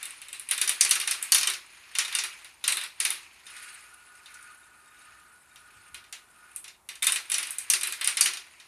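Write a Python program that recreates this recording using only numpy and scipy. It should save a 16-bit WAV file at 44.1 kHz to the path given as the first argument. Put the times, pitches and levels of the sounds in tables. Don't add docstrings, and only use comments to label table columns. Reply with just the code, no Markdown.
import sys
import numpy as np
from scipy import signal
from scipy.fft import rfft, irfft, next_fast_len
from scipy.io import wavfile
from scipy.ndimage import uniform_filter1d, minimum_filter1d, map_coordinates

SR = 44100
rng = np.random.default_rng(int(sys.argv[2]) if len(sys.argv) > 2 else 0)


def generate_wav(sig):
    pcm = np.round(np.clip(np.atleast_2d(sig).T, -1, 1) * 32767).astype(np.int16)
    wavfile.write(sys.argv[1], SR, pcm)


N = 382347

# centre_hz, width_hz, gain_db
BODY_MODES = [(369.5, 16.5, -9.5), (1093, 43, -8.5), (1410, 33, -13), (2390, 16, -32.5), (2870, 30, 4),
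              (3074, 51, 0), (3736, 830, -1.5)]
# centre_hz, width_hz, gain_db
WALL_MODES = [(4570, 550, -2.5), (5244, 39, 2), (5574, 220, -9.5), (6420, 400, -2), (7085, 220, -3)]
# centre_hz, width_hz, gain_db
RIM_MODES = [(8786, 430, 11.5), (10800, 200, -5.5)]
# freq_hz, density_db
THUD_SPECTRUM = [(150, -57), (250, -31.5), (700, -19), (1200, -7.5), (2500, 1), (3600, -13), (5000, -11.5),
                 (8000, -29)]
# freq_hz, density_db
CLICK_SPECTRUM = [(5000, -28.5), (7500, -1.5), (9000, 6.5), (10500, 6), (12000, -9.5), (14200, -14)]

FUNNEL_ENTER_S, FUNNEL_LEAVE_S = 3.42, 6.65


def knocks():
    # start_s, level_db, body_relative_db, walls_relative_db
    impacts = [(0.0293, -23, -14.5, -28), (0.0548, -25, -14.5, -23), (0.1072, -32.5, -11, -26),
               (0.2169, -32.5, -9, -23), (0.2843, -31, -11.5, -27), (0.3296, -25, -12, -26),
               (0.3444, -34, -7, -20), (0.397, -25.5, -16, -34), (0.4888, -24, -11.5, -28),
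               (0.5112, -10, -12, -19.5), (0.5786, -20.5, -7.5, -17), (0.6145, -9.5, -13, -16),
               (0.6764, -14.5, -12, -10), (0.6938, -10, -13.5, -25), (0.8096, -4.5, -19.5, -10),
               (0.849, -12.5, -10.5, -15), (0.8934, -19, -11, -28), (0.9103, -6.5, -14.5, -11),
               (0.9552, -17, -7.5, -13), (1.0001, -16, -11.5, -14), (1.0134, -21.5, -8.5, -15),
               (1.075, -15.5, -9.5, -11.5), (1.1109, -12.5, -11.5, -14.5), (1.2266, -16, -20, -26),
               (1.3204, -3, -16.5, -9), (1.3468, -6.5, -11, -12), (1.3824, -14.5, -11, -12),
               (1.4114, -19, -7, -8), (1.4314, -18, -6.5, -8), (1.4726, -12.5, -8.5, -13),
               (1.5005, -18, -20, -13), (1.5354, -25, -8, -6), (1.952, -22.5, -6, -9),
               (1.9859, -10, -9.5, -11), (2.0487, -28, -5, -7), (2.0802, -29.5, -5, -11),
               (2.1256, -28.5, -1.5, -12), (2.151, -15.5, -9.5, -12), (2.1874, -18.5, -8, -5.5),
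               (2.2378, -19.5, -8.5, -14), (2.4458, -38, -2.5, -14), (2.6404, -24, -1.5, -8),
               (2.6788, -10.5, -8.5, -15), (2.7227, -14.5, -12, -18), (2.7704, -21.5, -5, -22),
               (2.8124, -25, -5, -27), (2.8374, -25.5, -6.5, -27), (3.0021, -14.5, -11, -10),
               (3.051, -13.5, -9, -12), (3.1043, -15.5, -13, -22), (3.4665, -38.5, -3.5, -13),
               (3.5658, -38.5, -5.5, -10), (4.2587, -42, -3.5, -11), (4.342, -35.5, -25, -15),
               (4.4268, -40.5, -25.5, -22), (4.5476, -52.5, -31, -24), (5.5588, -42.5, -5, -13),
               (5.9444, -33, -3.5, -19), (6.0402, -54, 4, -9), (6.126, -27.5, -7.5, -11.5),
               (6.5615, -21.5, -26, -33), (6.6423, -34, -7, -13), (6.6792, -36, -5.5, -10.5),
               (6.8892, -27.5, -6.5, -13), (6.9546, -35.5, -10, -14), (7.023, -23.5, -4, -20),
               (7.028, -13, -12.5, -18), (7.0434, -17, -29, -16), (7.0688, -5.5, -13.5, -20.5),
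               (7.1217, -10.5, -17, -22), (7.1594, -19.5, -5.5, -12), (7.2998, -21.5, -10.5, -24),
               (7.3178, -12, -15, -18), (7.3417, -14, -12, -11.5), (7.3826, -15.5, -11.5, -18),
               (7.429, -20.5, -11.5, -14), (7.4709, -27, -8, -22), (7.5068, -21, -41, -27),
               (7.5847, -16, -23.5, -23.5), (7.7004, -4.5, -20, -14), (7.7358, -10.5, -11.5, -10.5),
               (7.8111, -22.5, -9.5, -12), (7.8331, -15, -10.5, -21), (7.8725, -18, -10, -29),
               (7.9234, -18.5, -13, -18), (8.0114, -22.5, -3, -21), (8.0446, -15.5, -12, -14.5),
               (8.0745, -10, -12, -15.5), (8.1708, -16, -7.5, -13), (8.2097, -4.5, -18.5, -11),
               (8.2586, -15.5, -4, -5.5), (8.335, -26.5, -7, -8.5), (8.3709, -32, -3, -6),
               (8.5994, -42.5, -3.5, -7)]
    # pitch_hz, level_db
    tube_notes = [(1922, -12.5), (2085, -12), (2454, -6.5), (2611, -10), (2755, -6), (3060, -6),
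                  (3653, -1.5), (3998, -9)]
    # pitch_hz, level_db, t60_s
    glass_modes = [(8900, 0, .011), (10300, 0, .011), (12100, -4, .011)]
    # freq_hz, density_db
    clack_spectrum = [(2500, -92), (4000, -12), (5800, 32), (7200, -17), (10000, -51)]
    crack_rise_s, ring_t60_s = .0003, .099
    scatter_db, tube_detune, glass_detune = 4, .008, .04
    ping_hz, ping_t60_s = 12150, .12
    t = np.arange(SR // 3) / SR
    click_power, clack_power, thud_power, tones = np.zeros((4, N + SR))
    tube_hz, tube_db = np.transpose(tube_notes)
    draws = rng.standard_normal((len(impacts), 4, len(tube_notes)))

    def strike(db, crack_t60_s, tail_gain, tail_t60_s, rise_s):
        decay = amp(-60 * t / crack_t60_s) + tail_gain * amp(-60 * t / tail_t60_s)
        return amp(db) * decay * (1 - np.exp(-t / rise_s))

    for (start_s, db, body_db, walls_db), (size, tune, shine, pitch) in zip(impacts, draws):
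        onset = round(start_s * SR) - 15
        span = slice(onset, onset + len(t))
        click_power[span] += strike(db - 4.5, .014, .26, ring_t60_s, crack_rise_s) ** 2
        clack_power[span] += strike(db + walls_db + 2, .024, .44, 1.3 * ring_t60_s, .0025) ** 2
        thud_power[span] += strike(db + body_db + 2, .012, .41, 2.58 * ring_t60_s, .0029) ** 2
        tube_sines = np.sin(2 * np.pi * np.outer(tube_hz * (1 + tube_detune * tune), t))
        chord = amp(tube_db + scatter_db * size) @ tube_sines
        tones[span] += strike(db + body_db, .014, .45, .09, .0012) * chord
        for (hz, mode_db, t60_s), louder, sharper in zip(glass_modes, shine, pitch):
            decay = amp(mode_db + scatter_db * louder - 60 * t / t60_s)
            glint = decay * np.sin(2 * np.pi * hz * (1 + glass_detune * sharper) * t)
            tones[span] += amp(db - 9) * (1 - np.exp(-t / crack_rise_s)) * glint
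        if body_db < -26:
            ping = np.sin(2 * np.pi * ping_hz * (1 + .01 * pitch[-1]) * t)
            tones[span] += amp(db - 20 - 60 * t / ping_t60_s) * ping
    click = np.sqrt(click_power[:N]) * plastic(CLICK_SPECTRUM, RIM_MODES, ring_db=-9)
    clack = np.sqrt(clack_power[:N]) * plastic(clack_spectrum, WALL_MODES, ring_db=4.5)
    thud = np.sqrt(thud_power[:N]) * plastic(THUD_SPECTRUM, BODY_MODES, ring_db=-2)
    return tones[:N] + click + clack + thud


def plastic(spectrum, modes, ring_db, patch_db=1.8):
    noise = unit(coloured_noise(spectrum) + amp(ring_db) * modal_noise(modes))
    bands = signal.stft(noise, nperseg=256)[2]
    bands = bands * amp(patch_db * patch_field(bands.shape, bins=5, frames=7))
    return unit(signal.istft(bands, nperseg=256)[1][:N])


def rolling():
    # time_s, level_db
    track_levels = [(0, -48), (.38, -56.5), (.79, -44.5), (1.45, -44.5), (1.66, -55), (1.93, -52),
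                    (2.15, -41.5), (2.4, -50.5), (2.6, -61.5), (2.75, -47), (2.96, -59.5), (3.1, -40),
                    (3.3, -56), (3.9, -66), (6.85, -75.5), (7.3, -51), (7.42, -42.5), (7.66, -51),
                    (8.21, -44), (8.45, -55.5), (8.67, -58)]
    # centre_hz, width_hz, gain_db
    funnel_modes = [(1233, 21.5, 16), (1454, 39, 17), (1783, 79, 5.5)]
    lap_db, grit_t60_s = 4, 1.9
    t = np.arange(N) / SR
    track = amp(np.interp(t, *np.transpose(track_levels)))
    deep_laps, shallow_laps = circling(lap_db), circling(.57 * lap_db)
    grit = 1 + amp(10 - 60 * np.abs(t - FUNNEL_ENTER_S) / grit_t60_s)
    drone = modal_noise(funnel_modes) * shallow_laps * amp(1.5 * wobble(rate_hz=12))
    hops = seam_hops(rate_hz=80, spread_db=2, t60_s=.05)
    rattle = np.sqrt(hops) * plastic(THUD_SPECTRUM, BODY_MODES + WALL_MODES, ring_db=-7.5, patch_db=1.5)
    hiss = hops * plastic(CLICK_SPECTRUM, RIM_MODES + WALL_MODES, ring_db=-9, patch_db=4.5)
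    rattle_gain = np.hypot(track, amp(-3.5) * grit * deep_laps)
    hiss_gain = np.hypot(amp(-8) * track, amp(-4.5) * grit * shallow_laps)
    return drone + rattle_gain * unit(rattle) + hiss_gain * unit(hiss)


def seam_hops(rate_hz, spread_db, t60_s):
    is_hop = rng.random(N) < rate_hz / SR
    energy = is_hop * amp(spread_db * np.minimum(rng.exponential(size=N), 2.5)) ** 2
    tail = amp(-120 * np.arange(SR // 10) / SR / t60_s)
    power = np.abs(signal.fftconvolve(energy, tail)[:N])
    return np.sqrt(1.2 + power / power.mean())


def circling(swell_db):
    base_db, fade_db_per_s = -56, 1.96
    first_pass_s, lap_s, ease_s = 3.688, .702, .1
    t = np.arange(N) / SR
    inside = np.clip(np.minimum(t - FUNNEL_ENTER_S, FUNNEL_LEAVE_S - t) / ease_s, 0, 1)
    nearness = np.cos(2 * np.pi * (t - first_pass_s) / lap_s)
    return inside * amp(base_db - fade_db_per_s * (t - FUNNEL_ENTER_S) + swell_db * nearness)


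def tube_ticks():
    # start_s, level_db
    taps = [(4.63, -52), (4.857, -55), (4.885, -57), (4.91, -57), (4.97, -53), (5.012, -51), (5.512, -53)]
    pitch_hz, t60_s, rise_s = 3720, .05, .0026
    t, out = np.arange(SR // 10) / SR, np.zeros(N)
    tick = amp(-60 * t / t60_s) * (1 - np.exp(-t / rise_s)) * np.sin(2 * np.pi * pitch_hz * t)
    for start_s, db in taps:
        out[round(start_s * SR):][:len(t)] += amp(db) * tick
    return out


def footsteps():
    # start_s, level_db
    footfalls = [(5.079, -64), (5.559, -63), (5.753, -59), (5.899, -54)]
    # freq_hz, density_db
    tread_spectrum = [(30, -7), (70, 6.5), (150, -1), (400, -25), (800, -62)]
    t60_s, rise_s = .5, .0033
    t, envelope = np.arange(SR // 3) / SR, np.zeros(N)
    puff = amp(-6.5 - 60 * t / t60_s) * (1 - np.exp(-t / rise_s))
    for start_s, db in footfalls:
        envelope[round(start_s * SR):][:len(t)] += amp(db) * puff
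    return envelope * coloured_noise(tread_spectrum)


def room_reverb(x):
    # freq_hz, t60_s
    decay_times = [(300, 0.48), (2000, 0.04), (5000, 0.2), (12000, 0.25)]
    hz, t, bands = signal.stft(rng.standard_normal(SR // 2), SR, nperseg=256)
    decay = amp(-60 * t / log_interp(decay_times, hz)[:, None])
    tail = signal.istft(bands * decay, SR, nperseg=256)[1]
    delayed = np.pad(x, (200, 0))
    return signal.fftconvolve(delayed, tail / np.linalg.norm(tail))[:N]


def room_hum():
    # freq_hz, density_db
    hum_spectrum = [(20, -36), (35, -9), (55, 1), (110, -6), (200, -8), (370, -5.5), (500, -11), (1000, -1),
                    (3000, -23.5), (6500, -18.5), (10000, -11.5), (14000, -21.5)]
    return amp(-64.5) * coloured_noise(hum_spectrum)


def amp(db):
    return 10 ** (np.asarray(db) / 20)


def unit(x):
    return x / np.sqrt(np.mean(x ** 2) + 1e-20)


def log_interp(points, hz):
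    knot_hz, values = np.transpose(points)
    return np.interp(np.log(hz + 1), np.log(knot_hz + 1), values)


def wobble(rate_hz):
    knots = rng.standard_normal(int(N * rate_hz / SR) + 4)
    return map_coordinates(knots, [np.arange(N) * rate_hz / SR])


def patch_field(shape, bins, frames):
    field = uniform_filter1d(rng.standard_normal(shape), size=bins, axis=0)
    return unit(uniform_filter1d(field, size=frames, axis=1))


def filtered(x, response):
    size = next_fast_len(N + SR // 2)
    return irfft(rfft(x, size) * response(np.fft.rfftfreq(size, 1 / SR)), size)[..., :N]


def coloured_noise(spectrum):
    return unit(filtered(rng.standard_normal(N), lambda hz: amp(log_interp(spectrum, hz))))


def modal_noise(modes):
    def response(hz):
        return sum((-1) ** k * amp(db) * 1j * hz * width / (centre ** 2 - hz ** 2 + 1j * hz * width)
                   for k, (centre, width, db) in enumerate(modes))
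    return unit(filtered(rng.standard_normal(N), response))


def scene():
    hits = knocks() + tube_ticks()
    hum = room_hum()
    mono = hits + amp(-6.5) * room_reverb(hits) + rolling() + footsteps() + hum
    return np.array([mono, mono])


def record(dry):
    # freq_hz, share_db
    side_share = [(3000, -78), (5000, -36), (8000, -0.5), (13000, -1.5)]
    # freq_hz, gain_db
    mic_response = [(14200, 0), (14600, -32), (15500, -40)]
    clip_level, cutoff_hz = 1.4, 15500
    dry = dry / (1 + np.abs(dry / clip_level) ** 4) ** .25
    hz, _, bands = signal.stft(dry[0], SR, nperseg=1024)
    magnitude = uniform_filter1d(np.abs(bands), size=9, axis=0)
    steady = minimum_filter1d(magnitude, size=3, axis=1)
    is_wide = patch_field(bands.shape, bins=40, frames=5) > .3
    random_phase = np.exp(2j * np.pi * rng.random(bands.shape))
    side_gain = amp(log_interp(side_share, hz) + 5)[:, None]
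    side = signal.istft(steady * random_phase * is_wide * side_gain, SR, nperseg=1024)[1][:N]
    return filtered(dry + [side, -side], lambda f: amp(log_interp(mic_response, f)) * (f < cutoff_hz))


dry = scene()
out = record(dry)
generate_wav(out)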